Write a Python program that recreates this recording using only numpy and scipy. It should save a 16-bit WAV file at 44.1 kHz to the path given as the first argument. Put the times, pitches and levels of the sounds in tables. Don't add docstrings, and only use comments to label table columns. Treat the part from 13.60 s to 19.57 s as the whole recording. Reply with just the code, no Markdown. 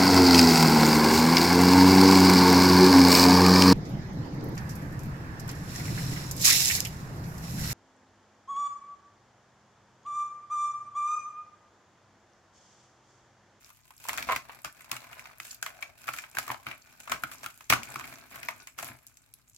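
import sys
import numpy as np
from scipy import signal
from scipy.fft import rfft, irfft, next_fast_len
from scipy.io import wavfile
from scipy.ndimage import uniform_filter1d, map_coordinates

SR = 44100
rng = np.random.default_rng(int(sys.argv[2]) if len(sys.argv) > 2 else 0)


def int16_out(signal):
    q = np.round(np.clip(np.atleast_2d(signal).T, -1, 1) * 32767)
    wavfile.write(sys.argv[1], SR, q.astype(np.int16))


N = 263277

# frequency in Hz, relative spectral density in dB.
AIR_SPECTRUM = [(15, -22.5), (35, 5), (60, -3), (110, 9.5), (200, -12), (450, -18), (1200, -15),
                (2300, -39.5), (3500, -42), (8000, -16.5), (16000, -40.5)]
SLIDING_SPECTRUM = [(200, -15), (420, -13), (680, -0.5), (1200, -8.5), (1600, -2.5), (1900, -6.5),
                    (2350, -3), (3000, -12.5), (4200, -10.5), (8000, -19)]
FILM_SPECTRUM = [(1000, -24.5), (2500, 4), (3600, -1.5), (4700, -2), (6000, -1.5), (7400, 1.5), (9000, -5),
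                 (12500, 1), (16000, -6.5)]
GRIP_SPECTRUM = [(15, -73), (35, -40.5), (60, -1), (98, -10.5), (128, -3.5), (165, -8.5), (230, -4),
                 (400, -10), (650, -32), (1500, -42.5)]
BUCKLING_SPECTRUM = [(150, -44), (420, -18.5), (620, 1), (800, -2.5), (1100, -2.5), (1500, -5.5),
                     (1850, -6), (2350, -4), (3000, -8.5), (4200, -15.5), (8000, -37)]
# frequency in Hz, coherence from 0 to 1.
COHERENCE = [(100, 0.54), (500, 0.35), (1500, 0.29), (3000, 0.092), (7000, 0.042), (15000, 0.05)]
# frequency in Hz, t60 (the time to fall 60 dB) in seconds.
ROOM_DECAY = [(120, 0.37), (600, 0.28), (2000, 0.2), (6000, 0.22), (15000, 0.14)]
# time in seconds, paper level in dB, film level in dB.
STIRRING = [(0, -77.5, -71), (.3, -67.5, -65), (.95, -78, -64), (1.75, -62, -73.5), (2.3, -62.5, -72.5),
            (3.2, -64.5, -65), (4.6, -67.5, -61), (5.42, -69, -70), (5.95, -75, -71)]
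# start and length in seconds, paper level in dB, film level in dB.
HAND_MOVES = [(0.0, 0.09, -64, -60), (0.398, 0.2, -59, -54), (0.479, 0.17, -44.5, -57),
              (0.668, 0.1, -40, -63), (0.85, 0.15, -55.5, -85), (1.043, 0.0155, -41.5, -59),
              (1.145, 0.52, -57, -62), (1.317, 0.026, -42.5, -54.5), (1.418, 0.3, -55, -84.5),
              (1.817, 0.11, -58.5, -50.5), (2.022, 0.087, -52.5, -56), (2.137, 0.14, -56, -63.5),
              (2.371, 0.29, -57, -56), (2.468, 0.11, -51, -51), (2.744, 0.1, -48.5, -53),
              (2.864, 0.07, -45.5, -51), (3.058, 0.066, -45.5, -75), (3.258, 0.35, -61, -63.5),
              (3.495, 0.067, -41.5, -67), (3.62, 0.27, -54.5, -54.5), (4.101, 0.028, -26.5, -36.5),
              (4.212, 0.33, -49.5, -54), (4.555, 0.12, -55, -84), (4.71, 0.2, -49.5, -56),
              (4.935, 0.089, -54.5, -60), (5.177, 0.1, -47.5, -47.5), (5.27, 0.074, -50.5, -59)]
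# centre and width in Hz, gain in dB.
HOLLOW_RESONANCES = [(1121, 120, 6), (1310, 38, 4.5), (1360, 104.6, 7), (1605, 28, 5.5), (2250, 360, 5.5)]
# time in seconds, finger noise in dB relative to the paper's sliding gain.
GRIP_LEVELS = [(0.5, -14.5), (2.1, -19), (3.5, -12.5), (4.4, -10.5), (5.3, -15)]
# time in seconds, level in dB, ring in Hz, offset of the film's crack in dB.
CREASE_SNAPS = [(0.102, -41.5, 1140, -2.5), (0.306, -38.5, 1000, -5.5), (0.486, -22.5, 930, 2),
                (0.492, -16, 1650, -6), (0.531, -23, 930, -3), (0.575, -23.5, 1990, -1),
                (0.581, -17, 1970, -10.5), (0.625, -23, 2260, -3), (0.721, -18.5, 1940, -5.5),
                (0.761, -16, 1950, -7), (1.0464, -22, 1500, -3), (1.075, -34.5, 1280, -16.5),
                (1.206, -36.5, 1790, -8.5), (1.314, -22, 1750, -4.5), (1.328, -27, 1400, -7.5),
                (1.365, -27.5, 2350, -3), (1.529, -31, 2240, -11), (1.594, -30, 1900, -7),
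                (1.655, -32, 1700, -34), (1.8, -24.5, 2070, -6), (2.062, -20.5, 1850, -6.5),
                (2.225, -19, 2330, -11), (2.479, -20.5, 1400, -11.5), (2.537, -24, 1690, -8.5),
                (2.586, -22, 2170, -6.5), (2.638, -28.5, 1770, -24.5), (2.785, -14, 1610, -4),
                (2.915, -21.5, 790, -8.5), (2.944, -27, 1210, -24), (3.113, -23.5, 2230, -15.5),
                (3.475, -26, 1280, -13.5), (3.496, -30, 1230, -7), (3.519, -11.5, 1400, -10),
                (3.716, -30.5, 1500, -3), (3.832, -31, 1410, -2.5), (3.841, -26.5, 1390, -6.5),
                (4.007, -35, 1550, -6.5), (4.0995, -9.5, 2370, 1.5), (4.128, -11.5, 1300, -13.5),
                (4.134, -9, 1400, -7), (4.232, -28, 2340, 0), (4.3574, -20, 1300, -11),
                (4.396, -26, 1740, -7), (4.409, -26.5, 1250, -15), (4.441, -27.5, 2170, -13),
                (4.758, -29, 1650, -6), (4.83, -26.5, 2130, -6), (4.886, -19.5, 1050, -12),
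                (5.072, -32.5, 2340, 0.5), (5.187, -23.5, 1330, -4), (5.228, -24, 704, -7),
                (5.287, -34, 1490, -7.5)]
# time in seconds, relative level in dB, ring in Hz.
FILM_CLICKS = [(0.379, -39.5, 11500), (1.048, -33, 12100), (1.3153, -12.5, 5100), (1.9116, -32, 7700),
               (1.9454, -28.5, 12870), (2.027, -17.5, 8000), (2.535, -25.5, 8000), (2.6982, -39.5, 12100),
               (2.8675, -32.5, 7960), (3.4023, -29, 7000), (3.4972, -26.5, 7450), (3.5173, -18.5, 7500),
               (3.736, -33.5, 7200), (3.9763, -36, 12300), (4.756, -32.5, 12480), (5.245, -23, 12170),
               (5.467, -30.5, 12060), (5.571, -35.5, 7240), (5.7383, -30, 10670)]
# time in seconds, level in dB, first mode in Hz, its t60 in seconds,
# offset of the overtone in dB, offset of the film's crack in dB.
PANEL_POPS = [(0.453, -28, 980, 0.013, -23, -26), (0.895, -22, 940, 0.0077, -6, -37),
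              (2.027, -19.5, 1530, 0.017, -4, -2), (2.488, -11.5, 1354, 0.0096, -0.5, -16.5),
              (2.77, -14, 1600, 0.013, -9, -16), (2.879, -26, 1160, 0.017, -22, -5),
              (2.894, -27, 1010, 0.016, -3, -22), (2.902, -14.5, 1047, 0.016, -0.5, -27),
              (3.067, -14.5, 1390, 0.0073, -6, -19.5), (3.636, -12, 1426, 0.013, -10, -13.5),
              (3.861, -19, 1354, 0.014, -12, -6.5), (4.1245, 3, 1266, 0.0055, -5, -19),
              (4.8863, -19.5, 1234, 0.0073, 9.5, -9.5)]
# time in seconds, level in dB.
JOLTS = [(0.497, -50), (1.058, -45.5), (1.319, -39), (1.803, -49.5), (2.488, -41.5), (2.773, -41),
         (2.9, -35.5), (3.067, -38.5), (3.524, -43), (3.635, -35), (3.859, -48.5), (4.099, -27),
         (4.123, -20), (4.359, -35), (5.235, -41), (5.3, -39.5)]
# frequency in Hz, relative level in dB, t60 in seconds.
PACKET_MODES = [(62.3, -25, 0.099), (98, -7.5, 0.073), (123.6, -3, 0.13), (208.4, -10.5, 0.014),
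                (243.7, 2, 0.043), (318.3, -1.5, 0.056)]
FLAP_MODES = [(560, -21, .013), (730, -12, 0.02), (1040, -4, 0.025), (1240, -11, 0.017),
              (2040, -6.5, 0.011), (3050, -20, 0.008)]
# start and length in seconds, slips per second, force in dB.
SLIP_RUNS = [(.6889, .0135, 265, -15.5), (.7082, .025, 220, -16.5), (.7365, .012, 250, -27)]
# start and length in seconds, level in dB, resonance and its width in Hz.
FINGER_DRAGS = [(2.076, 0.23, -61.5, 683, 163)]
# frequency in Hz, left minus right in dB.
PORT_BALANCE = [(60, 6), (120, 10.5), (240, -1), (480, 9), (950, 2.5), (1890, -0.5), (3770, 2), (7520, -2),
                (15000, 1)]

LEFT_LEAD_S = 0.000093
STRAIN_S = .008
DRIFT_OCTAVES = .13
PAPER_FALL = dict(attack=.0004, t60=.016, settle_t60=.07)
FILM_FALL = dict(attack=.0003, t60=.0105, settle_t60=.045)
CLICK_FALL = dict(attack=.0002, t60=.0075, settle_t60=.04)


def amp(db):
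    return 10 ** (np.asarray(db) / 20)


def unit(x):
    return x / np.sqrt(np.mean(x ** 2) + 1e-20)


def along(points, hz):
    f, v = np.transpose(points)
    return np.interp(np.log(hz + 1), np.log(f + 1), v)


def peak(hz, centre_hz, octaves):
    return np.exp(-(np.log2((hz + 1) / centre_hz) / octaves) ** 2)


def wobble(rate):
    return map_coordinates(rng.standard_normal(int(N * rate / SR) + 4), [np.arange(N) * rate / SR])


def colour(x, db_of):
    n = x.shape[-1]
    m = 2 * next_fast_len(n // 2 + 2048)
    cepstrum = irfft(np.log(amp(db_of(np.fft.rfftfreq(m, 1 / SR)))), m)
    cepstrum[1:m // 2] *= 2
    cepstrum[m // 2 + 1:] = 0
    return irfft(rfft(x, m) * np.exp(rfft(cepstrum)), m)[..., :n]


def spread(pair):
    n = pair.shape[-1]
    m = next_fast_len(n + 256)
    hz = np.fft.rfftfreq(m, 1 / SR)
    turn = np.arccos(np.clip(along(COHERENCE, hz), 0, 1)) / 2
    mid, side = rfft(pair, m) * [np.cos(turn), np.sin(turn)]
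    delay = np.exp(-2j * np.pi * hz * LEFT_LEAD_S)
    return irfft(np.array([mid + side, (mid - side) * delay]), m)[:, :n]


def rush(spectrum, envelope):
    return unit(spread(colour(envelope * rng.standard_normal((2, N)), lambda hz: along(spectrum, hz))))


def room(x):
    hz, t, noise = signal.stft(rng.standard_normal((2, SR // 3)), SR, nperseg=256)
    tail = signal.istft(noise * amp(-60 * t / along(ROOM_DECAY, hz)[:, None]), SR, nperseg=256)[1]
    onset = 1 - np.exp(-(np.arange(tail.shape[1]) / SR / 0.0008) ** 2)
    tail = spread(tail * onset)
    return signal.fftconvolve(x[:1], tail / np.linalg.norm(tail[0]), axes=1)


def room_tone(air_db=-72, hum_hz=57, hum_db=-76):
    hum = np.sin(2 * np.pi * hum_hz * np.arange(N) / SR + 0.25 * wobble(4.4))
    return amp(air_db) * rush(AIR_SPECTRUM, 1) + amp(hum_db) * hum


def gesture(start, length, attack=0.0032, t60=0.13):
    t = np.arange(N) / SR - start
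    return np.clip(t / attack, 0, 1) * amp(-60 * np.clip((t - length) / t60, 0, 2))


def sliding_gains():
    times, *levels = np.transpose(STIRRING)
    power = amp([np.interp(np.arange(N) / SR, times, level) for level in levels]) ** 2
    for start, length, paper_db, film_db in HAND_MOVES:
        power = power + (amp([[paper_db], [film_db]]) * gesture(start, length)) ** 2
    return np.sqrt(power)


def crinkle_envelope(rate, spread_db, t60):
    when, strength = rng.random((int(rate * N / SR), 2)).T
    sizes = amp(spread_db * np.minimum(-np.log(1 - strength), 3))
    impulses = np.bincount((when * N).astype(int), sizes ** 2, N)
    power = signal.lfilter([1], [1, -amp(-120 / (t60 * SR))], impulses)
    return unit(np.sqrt(np.abs(uniform_filter1d(power, size=40))))


def tiny_creases(spectrum, rate, low_hz, high_hz, octaves, spread_db, t60=.011, size=640):
    count = int(rate * N / SR)
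    when, strength, pitch = rng.random((count, 3)).T[..., None]
    t = np.arange(size) / SR - STRAIN_S / 2
    grains = rng.standard_normal((2, count, size)) * (t > 0) * amp(-60 * np.abs(t) / t60)
    band = peak(np.fft.rfftfreq(size, 1 / SR), low_hz * (high_hz / low_hz) ** pitch, octaves)
    grains = irfft(rfft(grains) * amp(20 * band))
    grains *= amp(spread_db * np.minimum(-np.log(1 - strength), 3)) / grains.std(axis=(0, 2))[:, None]
    index = (when * N).astype(int) + np.arange(size)
    pair = np.array([np.bincount(index.ravel(), side.ravel(), N)[:N] for side in grains])
    return unit(spread(colour(pair, lambda hz: along(spectrum, hz))))


def hollow(hz):
    return sum(db / (1 + (2 * (hz - centre) / width) ** 2) for centre, width, db in HOLLOW_RESONANCES)


def drifting_hollow(x):
    drift = np.clip(wobble(8), -1, 1)
    return sum(np.maximum(1 - np.abs(drift - k), 0)
               * colour(x, lambda hz: hollow(hz * 2 ** (k * DRIFT_OCTAVES))) for k in (-1, 0, 1))


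def rustle(paper_db=-0.5, film_db=1.0, paper_rub=0.7, film_rub=0.6, resting_db=-84, wet_db=-8):
    paper_gain, film_gain = sliding_gains()
    catches = crinkle_envelope(rate=150, spread_db=5.5, t60=.022)
    paper = .65 * tiny_creases(SLIDING_SPECTRUM, rate=170, low_hz=900, high_hz=2600,
                               octaves=1.3, spread_db=4)
    paper += rush(SLIDING_SPECTRUM, paper_rub + catches)
    paper = amp(paper_db) * paper_gain * unit(drifting_hollow(paper))
    film = .85 * tiny_creases(FILM_SPECTRUM, rate=120, low_hz=4200, high_hz=15000,
                              octaves=.55, spread_db=5.5)
    film += rush(FILM_SPECTRUM, (film_rub + catches) * amp(1.5 * wobble(35)))
    film = amp(film_db) * film_gain * unit(film)
    grip = amp(np.interp(np.arange(N) / SR, *np.transpose(GRIP_LEVELS)))
    fingers = (grip * paper_gain + amp(resting_db)) * rush(GRIP_SPECTRUM, amp(1.4 * wobble(63)))
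    sheets = paper + film + fingers
    return sheets + amp(wet_db) * room(sheets)[:, :N]


def relaxing_film(level_db=-72, wet_db=-7):
    ticks = amp(level_db) * tiny_creases(FILM_SPECTRUM, rate=12, low_hz=5000, high_hz=14000,
                                         octaves=.9, spread_db=5)
    return ticks + amp(wet_db) * room(ticks)[:, :N]


def add(track, s, x):
    start = max(round(s * SR), 0)
    part = track[:, start:start + x.shape[1]]
    part += x[:, :part.shape[1]]


def radiation(hz, ring_hz, corner=0.69):
    return -10 * np.log10(1 + (corner * ring_hz / (hz + 150)) ** 6)


def buckle(db_of, attack, t60, settle_t60, settle_db, ragged_db, strain_db=-21):
    t = np.arange(SR // 8) / SR - STRAIN_S
    after = np.maximum(t, 0)
    decay = amp(-60 * after / t60) + amp(settle_db - 60 * after / settle_t60)
    release = decay * (1 - np.exp(-after / attack))
    strain = amp(strain_db) * (t < 0) * (1 + t / STRAIN_S) ** 3
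    steps = np.interp(t, np.linspace(t[0], t[-1], 150), rng.standard_normal(150))
    noise = rng.choice([-1, 1], (2, len(t))) * (strain + release) * amp(ragged_db * steps)
    burst = spread(colour(noise, db_of))
    return burst / np.sqrt(np.sum(burst ** 2) / 2 / (SR / 1000))


def crease_snaps(large_hz=4800, small_hz=12000, paper_db=-3.5, crack_db=-3):
    out = np.zeros((2, N))
    for s, db, ring_hz, crack_offset in CREASE_SNAPS:
        film_hz = np.interp(db, [-45, -20], [small_hz, large_hz]) * 2 ** (.15 * rng.normal())
        shift = 2 ** (DRIFT_OCTAVES * rng.uniform(-1, 1))
        paper_shape = lambda hz: (along(BUCKLING_SPECTRUM, hz) + hollow(hz * shift)
                                  + 5.5 * peak(hz, ring_hz, octaves=0.38) + radiation(hz, ring_hz))
        film_shape = lambda hz: along(FILM_SPECTRUM, hz) + 4 * peak(hz, film_hz, octaves=0.6)
        paper = amp(db + paper_db) * buckle(paper_shape, **PAPER_FALL, settle_db=-13, ragged_db=5.5)
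        film = buckle(film_shape, **FILM_FALL, settle_db=-7.5, ragged_db=1)
        film *= amp(db + crack_offset + crack_db)
        add(out, s - STRAIN_S, paper + film)
        add(out, s - STRAIN_S, room(amp(-10) * paper + amp(-6) * film))
    return out


def film_clicks(level_db=-8, ring_db=8, wet_db=-9):
    out = np.zeros((2, N))
    for s, db, ring_hz in FILM_CLICKS:
        shape = lambda hz: (along(FILM_SPECTRUM, hz) + ring_db * peak(hz, ring_hz, octaves=0.34)
                            + radiation(hz, ring_hz, corner=.35))
        click = buckle(shape, **CLICK_FALL, settle_db=-21, ragged_db=3, strain_db=-27)
        click *= amp(db + level_db)
        add(out, s - STRAIN_S, click)
        add(out, s - STRAIN_S, room(amp(wet_db) * click))
    return out


def panel_pops(mode_ratio=1.75, overtone_t60=0.0077, attack=0.00081, paper_db=-12.5, crack_db=-3,
               wet_db=-10):
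    out = np.zeros((2, N))
    t = np.maximum(np.arange(SR // 8) / SR - STRAIN_S - [[0], [LEFT_LEAD_S]], 0)
    for s, db, hz, t60, overtone_db, crack_offset in PANEL_POPS:
        ring = amp(-60 * t / t60) * np.sin(2 * np.pi * hz * t)
        ring += amp(overtone_db - 60 * t / overtone_t60) * np.sin(2 * np.pi * mode_ratio * hz * t)
        ring *= 1 - np.exp(-t / attack)
        paper_shape = lambda f: along(BUCKLING_SPECTRUM, f) + hollow(f) + radiation(f, hz)
        paper = buckle(paper_shape, **PAPER_FALL, settle_db=-13, ragged_db=5)
        film = buckle(lambda f: along(FILM_SPECTRUM, f), **FILM_FALL, settle_db=-15, ragged_db=2)
        pop = amp(db) * (ring + amp(paper_db) * paper + amp(crack_offset + crack_db) * film)
        add(out, s - STRAIN_S, pop)
        add(out, s - STRAIN_S, amp(wet_db) * room(pop))
    return out


def packet_thumps(attack=0.0084, wet_db=-11):
    out, t = np.zeros((2, N)), np.arange(SR // 8) / SR
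    for s, jolt_db in JOLTS:
        tunings = 1 + .03 * rng.standard_normal(len(PACKET_MODES))
        scatter_db = rng.normal(0, 1.5, len(PACKET_MODES))
        ring = sum(amp(db + scatter - 60 * t / t60) * np.sin(2 * np.pi * hz * tuning * t)
                   for (hz, db, t60), tuning, scatter in zip(PACKET_MODES, tunings, scatter_db))
        thump = amp(jolt_db) * np.tile(ring * (1 - np.exp(-t / attack)), (2, 1))
        add(out, s, thump)
        add(out, s, amp(wet_db) * room(thump))
    return out


def flap_judder(jitter=.05, attack=0.00034, rasp_db=-15, rasp_t60=.016, rasp_hz=3000, wet_db=-13):
    out, t = np.zeros((2, N)), np.arange(SR // 20) / SR
    arrival = t - [[0], [LEFT_LEAD_S]]
    onset = 1 - np.exp(-(t / attack) ** 2)
    lowpass = lambda hz: -10 * np.log10(1 + (hz / rasp_hz) ** 4)
    for start, length, rate, force_db in SLIP_RUNS:
        for s in np.arange(start, start + length, 1 / rate):
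            bend = 1 + .035 * rng.normal()
            ring = sum(amp(db + rng.normal(0, 2.8, (2, 1)) - 60 * t / t60)
                       * np.sin(2 * np.pi * hz * bend * arrival) for hz, db, t60 in FLAP_MODES)
            noise = unit(colour(rng.standard_normal((2, len(t))), lowpass))
            rasp = amp(rasp_db - 60 * t / rasp_t60) * noise
            add(out, s + jitter * rng.normal() / rate, amp(force_db) * (ring + rasp) * onset)
    strongest_hz = FLAP_MODES[2][0]
    out = colour(out, lambda hz: radiation(hz, strongest_hz))
    return out + amp(wet_db) * room(out)[:, :N]


def finger_drag(rough_db=2):
    out = np.zeros((2, N))
    for start, length, db, centre, width in FINGER_DRAGS:
        band = lambda hz: 10 * np.log10(1e-5 + 1 / (1 + (2 * (hz - centre) / width) ** 4))
        envelope = amp(db + rough_db * wobble(66)) * gesture(start, length)
        out += envelope * unit(spread(colour(rng.standard_normal((2, N)), band)))
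    return out


def ports(pair):
    return np.array([colour(x, lambda hz: side * along(PORT_BALANCE, hz) / 2)
                     for x, side in zip(pair, (1, -1))])


def scene():
    sheets = crease_snaps() + film_clicks() + flap_judder() + rustle() + relaxing_film() + finger_drag()
    return ports(sheets + room_tone()) + panel_pops() + packet_thumps()


def record(dry, low_cut_hz=36, top_hz=16100):
    m = next_fast_len(N + SR // 2)
    hz = np.fft.rfftfreq(m, 1 / SR)
    highpass = 1j * hz / (low_cut_hz + 1j * hz)
    return irfft(rfft(dry, m) * highpass * (hz < top_hz), m)[:, :N]


dry = scene()
out = record(dry)
int16_out(out)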